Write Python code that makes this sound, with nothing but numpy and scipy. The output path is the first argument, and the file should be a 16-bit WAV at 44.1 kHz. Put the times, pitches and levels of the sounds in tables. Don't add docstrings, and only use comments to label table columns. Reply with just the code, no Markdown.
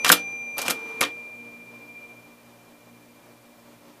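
import sys
import numpy as np
from scipy import signal
from scipy.fft import rfft, irfft
from scipy.io import wavfile

SR = 44100
rng = np.random.default_rng(int(sys.argv[2]) if len(sys.argv) > 2 else 0)


def inscribe(sig):
    pcm = np.round(np.clip(np.atleast_2d(sig).T, -1, 1) * 32767)
    wavfile.write(sys.argv[1], SR, pcm.astype(np.int16))


N = 176400
T = np.arange(N) / SR

# start in seconds, level in dB, seconds to fade by 60 dB,
# pitch of the struck part in Hz, its relative ring in dB, relative treble in dB, case thud in dB.
BLOWS = [ (0.0464, -14.5, 0.027, 3080, -3.5, -4.5, -38), (0.0570, -23.5, 0.018, 2520, 6, -21, -40),
         (0.0637, -17, 0.06, 1370, -7, -14, -30), (0.0795, -25, 0.16, 3500, -15, 4, -52.5),
         (0.0926, -14, 0.019, 3180, 2, 3.5, -28.5), (.1000, -11, 0.016, 1435, 11, -4, -20),
         (0.1179, -16.5, 0.047, 12900, 8.5, 14, -23.5), (0.1244, -8.5, 0.043, 3495, -4.5, -18, -28),
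         (0.5814, -26.5, 0.018, 11500, 4, -16, -60), (0.588, -25, 0.08, 4530, -11, -9, -64),
         (0.6163, -30, 0.044, 2800, -5, 7, -49), (0.6273, -37, 0.033, 7000, -2, 2, -54),
         (0.6620, -30.5, 0.068, 2840, -5, -5, -39), (0.6700, -35.5, 0.052, 980, 0, -4, -44),
         (0.6809, -19, 0.017, 2380, 1.5, -3, -31), (0.6864, -30, 0.015, 7200, 3, -13, -32),
         (0.6966, -25.5, 0.056, 1110, -4, -9, -40.5), (0.7016, -24, .014, 4700, -5, 11, -35.5),
         (0.7070, -19.5, 0.033, 7100, -20, 4.5, -28.5), (1.0085, -21.5, 0.028, 10700, 1.5, -21, -30.5),
         (1.0121, -15, 0.024, 2300, 1, -4.5, -32), (1.0197, -22.5, 0.028, 1150, 3, 0, -29),
         (1.0281, -19.5, 0.039, 1160, -1, -10, -40), (1.0360, -26, 0.037, 3240, 4, -17, -32),
         (1.0490, -32, .05, 2300, 2, -15, -35.5)]
# time in seconds, gain in dB.
OPEN_TOP_GAIN = [(0, -1), (.7, -1.5), (1.1, -0.5), (1.45, -5.5), (1.65, -8), (1.85, -7.5), (2.0, -2),
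                 (2.2, -11), (2.45, -20), (2.9, -17.5), (4, -20)]


def from_db(db):
    return 10 ** (np.asarray(db) / 20)


def unit_level(x):
    return x / np.sqrt(np.mean(x ** 2) + 1e-20)


def in_time(rows):
    return np.interp(T, *np.transpose(rows))


def at_hz(rows, hz):
    freqs, values = np.transpose(rows)
    return np.interp(np.log(hz + 1e-9), np.log(freqs), values)


def fade(t, fade_s):
    return np.exp(-np.log(1000) * t / fade_s)


def gate(start, end, ramp_s=0.0065):
    return np.clip(np.minimum(T - start, end - T) / ramp_s, 0, 1)


def drift(rate_hz):
    r = np.exp(-200 * np.pi * rate_hz / SR)
    slow = signal.lfilter([1], [1, -2 * r, r * r], rng.standard_normal(N // 100 + 1002))[1000:]
    return np.interp(np.arange(N) / 100, np.arange(len(slow)), unit_level(slow))


def noise(colour):
    gains = from_db(at_hz(colour, np.fft.rfftfreq(N, 1 / SR)))
    return unit_level(irfft(rfft(rng.standard_normal(N)) * gains, N))


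def keep_band(x, hz, kind):
    return signal.sosfilt(signal.butter(2, hz, kind, fs=SR, output="sos"), x)


def resonate(x, hz, q=3.0):
    r = np.exp(-np.pi * hz / q / SR)
    return signal.lfilter([1 - r, 0, r - 1], [1, -2 * r * np.cos(2 * np.pi * hz / SR), r * r], x)


def add(out, start, x):
    i = int(start * SR)
    out[i:i + len(x)] += x[:N - i]


def hiss():
    # frequency in Hz, relative level in dB.
    hiss_colour = [(2000, 4), (5000, -3), (15000, -2)]
    return from_db(-58.5) * noise(hiss_colour)


def motor(motor_hz=58.96, mains_hz=60.3, waver_db=2.7, waver_hz=6):
    # multiple of the motor or mains frequency, level in dB.
    motor_tones = [(2, -71), (3, -69.5), (4, -58.5), (5, -63), (6, -71), (12, -70)]
    mains_tones = [(2, -65), (4, -67.5)]
    # time in seconds, gain in dB.
    hum_gain = [(0, 2.5), (.9, -2.5), (1.45, 1), (2.6, -1)]
    whirr_gain = [(0, 6), (.5, 3), (1.3, 2), (1.7, 1.5), (2.05, .5), (2.5, -1.5), (3, -2), (4, -1)]
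    # frequency in Hz, relative level in dB.
    whirr_colour = [(30, -31), (85, -17.5), (130, -5), (190, -9.5), (270, 0), (490, -2.5), (580, 4.5),
                    (690, -6), (1000, -3.5), (1500, -13), (6000, -22), (15000, -37)]
    turns = np.cumsum(motor_hz * (1 + .003 * drift(5.3))) / SR
    hum = 0
    for cycles, tones in ((turns, motor_tones), (mains_hz * T, mains_tones)):
        for multiple, db in tones:
            level = from_db(db + waver_db * drift(waver_hz))
            hum += level * np.sqrt(2) * np.sin(2 * np.pi * (multiple * cycles + rng.random()))
    whine_level = from_db(-51 + in_time(OPEN_TOP_GAIN) + waver_db * drift(waver_hz))
    whine = whine_level * np.sin(2 * np.pi * 8 * turns)
    whirr = from_db(-54.5 + in_time(whirr_gain) + 1.5 * drift(7.8)) * noise(whirr_colour)
    return from_db(in_time(hum_gain)) * hum + whine + whirr


def bell(pitch_hz=2382.8, beat_hz=14.14):
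    # time in seconds, gain in dB.
    twin_gain = [(0, 4), (1.2, -3), (1.7, 5), (2.5, 6), (4, 5)]
    # pitch in Hz, level in dB, fall in dB per second.
    overtones = [(6000, -43, 14), (10648, -57.5, 69.5)]
    # time in seconds, gain in dB.
    overtone_gain = [(0, 2.5), (.55, -1), (.74, -8), (.89, 0.5), (.98, -8), (1.12, -5), (1.3, -18.5)]
    age = T + .079
    main = from_db(-28 - 5.5 * T) * np.sin(2 * np.pi * pitch_hz * age)
    twin = from_db(-47.5 - 1.5 * T + in_time(twin_gain)) * np.sin(2 * np.pi * (pitch_hz - beat_hz) * age)
    upper = sum(from_db(db - fall * T) * np.sin(2 * np.pi * hz * age) for hz, db, fall in overtones)
    return from_db(in_time(OPEN_TOP_GAIN)) * (main + twin) + from_db(in_time(overtone_gain)) * upper


def carrier_return(start_s=0.582, end_s=1.1, cord_hz=450.6):
    # start in seconds, end in seconds, level in dB.
    clutch_slips = [(0.037, 0.09, -35), (0.565, 0.69, -37), (0.887, 0.923, -53.5)]
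    # frequency in Hz, relative level in dB.
    rub_colour = [(60, -35), (180, -7), (290, 5.5), (600, -12), (900, 0.5), (1500, -8), (3000, -15.5),
                  (7000, -25), (15000, -30.5)]
    grind_colour = [(100, -14), (400, -1.5), (1000, 8.5), (2000, -8), (4500, -2), (7000, -8.5),
                    (15000, -15.5)]
    cord_level = from_db(-48 + 0.75 * drift(12))
    cord_cycles = np.cumsum(cord_hz * (1 + .005 * drift(5.5))) / SR
    cord = cord_level * np.sqrt(2) * np.sin(2 * np.pi * cord_cycles)
    rub = from_db(-45.5 + 0.63 * drift(33)) * noise(rub_colour)
    slipping = sum(from_db(db) * gate(start, end) for start, end, db in clutch_slips)
    grind = slipping * from_db(3.6 * drift(63)) * noise(grind_colour)
    return gate(start_s, end_s) * (rub + cord) + grind


def rattle(x):
    # frequency in Hz, gain in dB.
    band_gain = [(100, -13), (400, -3.5), (1200, -12.5), (3300, -5), (5500, -14), (11000, -7)]
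    # frequency in Hz, seconds to fade by 60 dB.
    band_fade = [(200, 0.36), (2000, 0.17), (6000, .17), (14000, 0.1)]
    edges, tail = np.geomspace(90, 16000, 15), 0
    for low, high in zip(edges, edges[1:]):
        hz = np.sqrt(low * high)
        held = fade(1 / SR, at_hz(band_fade, hz)) ** 2
        band = keep_band(x + 1e-12 * rng.standard_normal(N), [low, high], "band")
        energy = signal.lfilter([1 - held], [1, -held], band ** 2)
        wash = unit_level(keep_band(rng.standard_normal(N), [low, high], "band"))
        tail += from_db(at_hz(band_gain, hz)) * np.sqrt(energy) * wash
    return tail


def ringing_body(tones, starts, levels_db, spread_db):
    out, t = np.zeros(N), T[:SR // 2]
    rings = np.array([from_db(db) * np.sin(2 * np.pi * hz * t) * fade(t, fade_s)
                      for hz, db, fade_s in tones])
    for start, db in zip(starts, levels_db):
        strengths = from_db(db + spread_db * rng.standard_normal(len(tones)))
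        signs = rng.choice([-1, 1], len(tones))
        add(out, start, (strengths * signs) @ rings)
    return out


def metal_hits(bass_hz=492, treble_hz=5200):
    out, t = np.zeros(N), T[:SR // 10]
    for start, db, fade_s, hz, ring_db, treble_db, _ in BLOWS:
        shape = fade(t, fade_s)
        chatter, push = rng.standard_normal((2, len(t))) * shape
        push[0] = 0.33 * np.linalg.norm(shape)
        lows = 1.82 * keep_band(chatter, treble_hz, "low")
        highs = from_db(treble_db - 2.5) * keep_band(chatter, treble_hz, "high")
        crack = keep_band(lows - highs, bass_hz, "high")
        ring = unit_level(resonate(resonate(push, hz), hz)) * np.sqrt(np.mean(shape ** 2))
        add(out, start, from_db(db + 1) * (crack + from_db(ring_db) * ring))
    return out


def clacks(letter_s=.1002, top_hz=14020):
    # pitch in Hz, relative level in dB, seconds to fade by 60 dB.
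    case_tones = [(135, -17, 0.088), (172.7, -11, .1), (244.7, -10.5, .13), (290, -8, 0.23),
                  (337.4, -6, 0.16), (421.4, -13, 0.11), (483, -8, 0.2), (528, -3.5, 0.14), (720, 0.5, .04)]
    frame_tones = [(1186, -14.5, .11), (1269, -13.5, 0.1), (1387, -16, 0.1), (1556, -19, .09),
                   (1634, -21.5, 0.14), (1846, -18.5, 0.14), (2572, -18, 0.06), (2690, -19.5, .1),
                   (3244, -24, .13), (3360, -21, 0.14), (13138, -23, .07)]
    roller_tones = [(181.8, -32, .42), (760, -17, .08), (783, -47.5, 2.1), (1588, -43, 0.52)]
    # time in seconds, side gain in dB.
    width = [(.16, -11), (.3, -32.5)]
    starts, levels_db, *_, thuds_db = np.transpose(BLOWS)
    hits = metal_hits()
    case = keep_band(ringing_body(case_tones, starts, thuds_db, spread_db=-1.0), 55, "high")
    frame = ringing_body(frame_tones, starts, levels_db, spread_db=0.0)
    roller = ringing_body(roller_tones, [letter_s], [0], spread_db=2.5)
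    bodies = frame + case + roller
    side = from_db(in_time(width)) * rattle(hits + bodies)
    centre = hits + rattle(hits) + bodies
    return signal.sosfilt(signal.butter(6, top_hz, fs=SR, output="sos"), [centre, side])


def scene():
    centre, side = clacks()
    centre = centre + bell() + motor() + carrier_return() + hiss()
    return np.array([centre + side, centre - side])


def record(dry, limit_db=1.5, attack_s=0.00059, release_db_per_s=446.5, clip_level=1.5, top_hz=15100):
    over_db = np.maximum(20 * np.log10(np.abs(dry).max(axis=0) + 1e-9) - limit_db, 0)
    dip_db = np.maximum.accumulate(over_db + release_db_per_s * T) - release_db_per_s * T
    lag = np.exp(-1 / (attack_s * SR))
    limited = dry * from_db(-signal.lfilter([1 - lag], [1, -lag], dip_db))
    rounded = limited / (1 + (limited / clip_level) ** 4) ** .25
    return signal.sosfilt(signal.ellip(10, .2, 70, top_hz, fs=SR, output="sos"), rounded)


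dry = scene()
out = record(dry)
inscribe(out)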